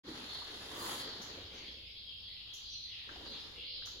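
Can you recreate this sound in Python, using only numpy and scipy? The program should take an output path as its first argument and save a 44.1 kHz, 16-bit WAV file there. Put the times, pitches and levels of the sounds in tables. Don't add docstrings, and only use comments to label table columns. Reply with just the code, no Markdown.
import sys
import numpy as np
from scipy import signal
from scipy.fft import rfft, irfft
from scipy.io import wavfile
from scipy.ndimage import uniform_filter1d

SR = 44100
rng = np.random.default_rng(int(sys.argv[2]) if len(sys.argv) > 2 else 0)


def materialize(psi):
    bounded = np.clip(np.atleast_2d(psi).T, -1, 1)
    quanta = np.round(bounded * 32767).astype(np.int16)
    wavfile.write(sys.argv[1], SR, quanta)


N = 176400


def undb(db):
    return 10 ** (np.asarray(db) / 20)


def unit(x):
    return x / np.sqrt(np.mean(x ** 2) + 1e-24)


def clock():
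    return np.arange(N) / SR


def curve(rows):
    return np.interp(clock(), *np.array(rows).T)


def over_hz(points):
    hz, value = np.array(points, float).T
    bins_hz = np.maximum(np.arange(N // 2 + 1) * SR / N, 1)
    return np.interp(np.log(bins_hz), np.log(hz), value)


def noise():
    return rng.standard_normal((2, N))


def colour(pair, spectrum):
    # freq_hz, correlation
    coherence = [(30, .995), (125, 1), (280, 1), (500, 0.63), (1000, 0.22), (2000, 0.0096), (4000, -0.61),
                 (6700, 0.19), (9000, -0.65), (15200, 0.4)]
    alike = np.clip(over_hz(coherence), -.999, .999)
    mid, side = rfft(pair) * undb(over_hz(spectrum))
    mid, side = mid * np.sqrt(1 + alike), side * np.sqrt(1 - alike)
    return unit(irfft(np.array([mid + side, mid - side]), N))


def decay(start, attack, t60):
    age = np.maximum(clock() - start, 0)
    return np.minimum(age / attack, 1) * np.exp(-np.log(1000) * age / t60)


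def flutter(rate_hz, depth_db):
    span = max(int(SR / rate_hz), 2)
    wander = uniform_filter1d(uniform_filter1d(rng.standard_normal(N), span), span)
    return undb(depth_db * unit(wander))


def walls(x):
    # delay_s, gain_db
    reflections = [(.0070, -18.5), (0.0111, -24), (0.0206, -15)]
    phase_per_s = -2j * np.pi * np.arange(N // 2 + 1) / N * SR
    response = 1 + sum(undb(db) * np.exp(phase_per_s * delay) for delay, db in reflections)
    return unit(irfft(rfft(x) * response, N))


def echo(x, t60):
    response = unit(noise() * decay(0, 0.002, t60)) / np.sqrt(N)
    return signal.fftconvolve(x[None], response, axes=1)[:, :N]


def barn_air(level_db=-60.5):
    # freq_hz, gain_db
    spectrum = [(20, 4), (40, -21), (70, 4), (130, -3), (250, -9), (500, -24), (1000, -24), (1700, -22.5),
                (4000, 1), (7000, -63), (11000, -24), (15500, -33.5)]
    return colour(noise(), spectrum) * undb(level_db)


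def machine_hum():
    # pitch_hz, width_hz, level_db
    modes = [(59.3, 5.26, -68), (49.5, 11.4, -73), (86.2, 9, -71), (103.1, 8.6, -73.5)]
    out = 0
    for hz, width_hz, db in modes:
        drift_hz = unit(uniform_filter1d(rng.standard_normal(N), SR // 12)) * width_hz / 2
        cycles = hz * clock() + np.cumsum(drift_hz) / SR
        out += np.sqrt(2) * undb(db) * flutter(7.6, 2.8) * np.sin(2 * np.pi * cycles)
    return out


def microphone_rumble():
    # freq_hz, gain_db
    spectrum = [(25, -9), (60, -4), (130, -11), (300, -6), (600, -46)]
    # time_s, level_db
    levels = [(3.0, -100), (3.12, -71), (3.3, -61), (3.5, -65), (3.7, -73), (3.85, -72), (4.0, -68)]
    return unit(irfft(rfft(noise()) * undb(over_hz(spectrum)), N)) * undb(curve(levels))


def bird_note(start, length, hz0, hz1, db, depth_hz, warble_hz=85.28, attack_s=.026, release_s=.006):
    t = np.arange(int(length * SR)) / SR
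    phase, pace = rng.random(2)
    warble = depth_hz * np.sin(2 * np.pi * (phase + warble_hz * (.7 + .6 * pace) * t))
    waver = (41.9 + depth_hz / 4) * np.interp(t, np.linspace(0, length, 16), rng.standard_normal(16))
    hz = hz0 + (hz1 - hz0) * t / length + warble + waver
    envelope = np.clip(np.minimum(t / attack_s, (length - t) / release_s), 0, 1)
    tone = np.sqrt(2) * undb(db) * envelope * np.sin(2 * np.pi * np.cumsum(hz) / SR)
    return np.pad(tone, (max(int(start * SR), 0), N))[:N]


def birds(notes_per_voice=64, flock_note_s=.06, crossover_hz=5570):
    # start_s, length_s, from_hz, to_hz, relative_db, warble_depth_hz
    notes = [(0.052, 0.084, 4070, 3690, -69, 610), (0.211, 0.046, 3680, 4140, -49, 410),
             (.27, 0.092, 3823, 3740, -45.5, 456), (0.289, 0.085, 4440, 4310, -48, 70),
             (0.419, 0.19, 4080, 3555, -57.5, 464), (0.676, 0.084, 3720, 3350, -55.5, 250),
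             (0.772, 0.047, 4670, 4724, -49.5, 25), (0.778, 0.05, 4260, 4260, -50.5, 50),
             (0.853, 0.093, 3244, 3895, -46.5, 443), (.95, 0.11, 4530, 4280, -48, 352),
             (0.964, 0.12, 3456, 3394, -52, 256), (1.065, 0.073, 4420, 4314, -49, 151),
             (1.099, 0.12, 3600, 3900, -56.5, 557), (1.276, 0.04, 4590, 4220, -48.5, 307),
             (1.462, 0.079, 3300, 3670, -58, 197), (1.49, 0.16, 2964, 2650, -55.5, 607),
             (1.567, 0.077, 4630, 4340, -52, 202), (1.52, 0.079, 5780, 6000, -60.5, 620),
             (1.64, 0.08, 3147, 3337, -52, 148), (1.87, 0.069, 2760, 2550, -67, 253),
             (1.924, 0.072, 3350, 3516, -53.5, 250), (1.928, 0.079, 4230, 4530, -54, 352),
             (2.052, 0.06, 3276, 3153, -46, 78), (2.195, 0.07, 4530, 4440, -54, 101),
             (2.226, 0.063, 3100, 3350, -51, 129), (2.274, 0.15, 4130, 3200, -51, 644),
             (2.269, 0.086, 1980, 2295, -63, 200), (2.35, 0.066, 2884, 2780, -59, 200),
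             (2.464, 0.075, 3160, 3260, -50.5, 120), (2.606, 0.11, 4420, 4300, -50, 380),
             (2.642, 0.085, 3410, 3736, -53.5, 385), (2.68, 0.07, 5700, 5630, -53.5, 353),
             (2.705, 0.051, 6190, 5950, -52, 110), (2.72, 0.053, 4183, 4140, -45.5, 40.5),
             (2.807, 0.065, 4400, 3876, -46, 324), (2.884, 0.075, 3257, 2915, -47, 398),
             (2.85, 0.2, 2250, 2052, -62, 305), (2.952, 0.061, 3303, 3586, -50, 473),
             (3.245, 0.055, 4810, 4810, -53, 79.4), (3.24, 0.095, 4350, 3900, -47, 410),
             (3.315, 0.093, 3654, 3200, -53, 397), (3.3, 0.069, 2756, 2550, -58, 251),
             (3.29, 0.061, 6240, 6000, -66, 510), (3.523, 0.078, 2507, 2688, -55.5, 300),
             (3.558, 0.11, 3080, 3325, -47.5, 380), (3.617, 0.091, 3800, 4702, -47.5, 447),
             (3.685, 0.097, 4760, 4340, -46, 398), (3.718, 0.14, 3224, 3720, -48.5, 453),
             (3.89, 0.098, 4360, 4100, -54.5, 392)]
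    # centre_hz, spread_hz, relative_db, warble_depth_hz
    voices = [(3640, 430, -51.5, 483), (4758, 250, -56.5, 335), (2760, 240, -67.5, 258)]
    song = sum(bird_note(*row) for row in notes)
    flock = 0
    for hz, spread_hz, db, depth_hz in voices:
        for k, (jitter, first, last) in enumerate(rng.standard_normal((notes_per_voice, 3))):
            start = (k - 1 + jitter / 2) / notes_per_voice * N / SR
            from_hz, to_hz = hz + spread_hz * first, hz + spread_hz * last
            flock += bird_note(start, flock_note_s, from_hz, to_hz, db, depth_hz)
    chorus = song + flock
    low = signal.sosfiltfilt(signal.butter(6, crossover_hz, fs=SR, output="sos"), chorus)
    tail = echo(low, t60=1) + echo(chorus - low, t60=0.73)
    early = undb(-10) * echo(song, t60=0.056)
    direct = undb(-8.5) * song
    return (tail + early + direct) * undb([[0.775], [0.225]])


def fence_ticks(first_s=1.213, period_s=1.32, attack_s=.007):
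    # freq_hz, gain_db
    ring_spectrum = [(1500, -64), (3500, -35), (5200, 2.5), (6300, 6), (7200, -1), (8500, -40.5),
                     (12000, -32)]
    # freq_hz, gain_db
    snap_spectrum = [(1500, -35), (5000, -25), (7500, -21), (10500, 6), (12500, 3), (15500, -6)]
    starts = first_s + period_s * np.arange(3)
    ring = colour(noise(), ring_spectrum) * sum(decay(s, attack_s, t60=0.59) for s in starts)
    snap = colour(noise(), snap_spectrum) * sum(decay(s, attack_s, t60=0.38) for s in starts)
    return ring * undb(-51) + snap * undb(-60.5)


def grains(slips_per_s=2500, spread_db=3.5, smear_s=0.0055):
    slips = rng.random(N) < slips_per_s / SR
    size = undb(spread_db * np.minimum(rng.exponential(size=N), 4))
    smear = np.exp(-np.arange(N // 100) / SR / smear_s)
    energy = np.abs(signal.fftconvolve(slips * size ** 2, smear)[:N])
    return noise() * np.sqrt(energy)


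def resonance(hz, width_hz):
    lowpass = signal.butter(2, width_hz / 2, fs=SR, output="sos")
    baseband = signal.sosfilt(lowpass, grains() + 1j * grains())
    carrier = np.exp(2j * np.pi * np.cumsum(hz * np.ones(N)) / SR)
    return colour(np.real(baseband * carrier), [(1, 0), (SR / 2, 0)])


def thuds_and_hum_swells():
    # start_s, level_db, centre_hz
    pulses = [(.728, -51, 305), (.86, -58, 380), (1.19, -53.5, 223), (1.235, -52, 119), (1.41, -47, 80),
              (1.661, -56.5, 218), (1.815, -55, 62.5), (3.16, -50.5, 62.4), (3.258, -55, 273),
              (3.572, -58, 386), (3.943, -56, 425)]
    # multiple_of_centre, gain_db
    spectrum = [(.3, -30), (.75, -7), (1, 2), (1.3, -6), (2, -29), (5, -50)]
    out = 0
    for start, db, hz in pulses:
        ring = colour(noise(), [(hz * ratio, gain_db) for ratio, gain_db in spectrum])
        out += ring * undb(db) * decay(start, attack=0.015, t60=0.19)
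    return out


def taps():
    # start_s, level_db, centre_hz
    strikes = [(.416, -47, 1040), (3.09, -43.5, 1500), (3.159, -53.5, 760), (3.206, -49.5, 710),
               (3.264, -55, 610), (3.821, -56.5, 1560), (3.872, -52.5, 1380)]
    # multiple_of_centre, gain_db
    spectrum = [(.25, -35), (.65, -15), (1, 9), (1.4, -4.5), (2.6, -39), (8, -58)]
    out = 0
    for start, db, hz in strikes:
        ring = colour(noise(), [(hz * ratio, gain_db) for ratio, gain_db in spectrum])
        direct = decay(start, attack=0.0015, t60=0.053)
        room = undb(-17.5) * decay(start, attack=0.0079, t60=0.63)
        out += ring * undb(db) * (direct + room)
    return out


def bumps():
    # start_s, relative_db
    blows = [(0.034, -46.5), (.068, -56.5), (.15, -58.5), (.215, -64)]
    # freq_hz, gain_db
    spectrum = [(60, -45), (130, -6), (190, -6.5), (240, 2.5), (340, -3.5), (430, -2), (700, -25),
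                (1500, -48)]
    # time_s, pitch_hz
    bend = [(.04, 187.7), (.075, 316.4), (.13, 289.6), (.25, 235)]
    boom = colour(noise(), spectrum) + undb(-3.5) * resonance(curve(bend), width_hz=75)
    return boom * sum(undb(db) * decay(start, attack=0.019, t60=0.53) for start, db in blows)


def hollow_note(peak_s=0.867, width_s=0.099):
    # freq_hz, gain_db
    spectrum = [(500, -39), (760, -13), (1000, -2), (1150, 3), (1400, -6), (2200, -15.5)]
    # time_s, pitch_hz
    glide = [(.76, 1060), (.82, 1130), (.885, 920), (.94, 1060), (1.0, 1000)]
    push = np.exp(-((clock() - peak_s) / width_s) ** 2)
    broad = colour(walls(grains()), spectrum) * undb(-48)
    narrow = resonance(curve(glide), width_hz=156) * undb(-50)
    return (broad + narrow) * push


def rubbing():
    # freq_hz, gain_db
    body_spectrum = [(40, -27), (70, -9), (115, -3), (160, -7), (220, -0.5), (400, 1), (540, -0.5),
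                     (680, -8.5), (1200, -34.5)]
    rasp_spectrum = [(100, -36), (400, -25), (660, -8), (850, -2.5), (1100, -4), (1400, -4), (1950, -4),
                     (2450, -11), (3300, -6), (4700, -6.5), (5600, -12.5), (7000, -17), (10000, -64)]
    top_spectrum = [(2500, -21), (5000, -28), (6800, 6.5), (8500, -5), (10500, 8), (12500, -8),
                    (15500, -8.5)]
    # time_s, relative_db
    body_levels = [(0.25, -59), (0.33, -60.5), (0.91, -48), (1.1, -56), (1.2, -54), (1.22, -57),
                   (1.37, -52.5), (1.5, -60.5), (1.54, -55), (1.98, -73), (3.01, -76), (3.12, -59),
                   (3.28, -56), (3.71, -72), (3.97, -70), (4.0, -77)]
    rasp_levels = [(0.04, -58), (0.09, -57.5), (0.25, -58.5), (0.61, -58), (0.92, -49.5), (0.97, -53),
                   (1.7, -68), (1.87, -82.5), (2.61, -73), (2.8, -82), (3.08, -71), (3.09, -65),
                   (3.14, -62.5), (3.36, -61.5), (3.61, -67.5), (3.73, -79.5), (3.87, -66), (4.0, -71.5)]
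    top_levels = [(.04, -74), (.15, -70), (.42, -69.5), (.52, -71), (.74, -64.5), (.83, -57.5),
                  (.93, -54.5), (1.0, -55), (1.08, -74), (1.45, -85), (1.6, -80), (1.85, -87.5), (3.0, -87),
                  (3.32, -78.5), (3.6, -81), (3.75, -100)]
    # time_s, level_db
    ring_levels = [(3.45, -104), (3.58, -63.5), (3.68, -74), (3.77, -67), (3.85, -75), (4.0, -70)]
    body = colour(walls(grains()), body_spectrum) * undb(curve(body_levels) - 1)
    rasp = colour(walls(grains()), rasp_spectrum) * undb(curve(rasp_levels) + 5.5) * flutter(30, 1.2)
    hollow = hollow_note()
    top = colour(grains(), top_spectrum) * undb(curve(top_levels) + 6) * flutter(49, 0.43)
    ring = resonance(hz=500, width_hz=98) * undb(curve(ring_levels))
    return body + rasp + hollow + top + ring


def scene():
    return (birds() + rubbing() + microphone_rumble() + bumps() + taps() + thuds_and_hum_swells()
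            + fence_ticks() + barn_air() + machine_hum())


def record(dry, start_s=.034, fade_s=0.059, cutoff_hz=15800):
    fade = np.clip((clock() - start_s) / fade_s, 0, 1)
    return signal.sosfilt(signal.ellip(10, .2, 80, cutoff_hz, fs=SR, output="sos"), dry * fade)


dry = scene()
out = record(dry)
materialize(out)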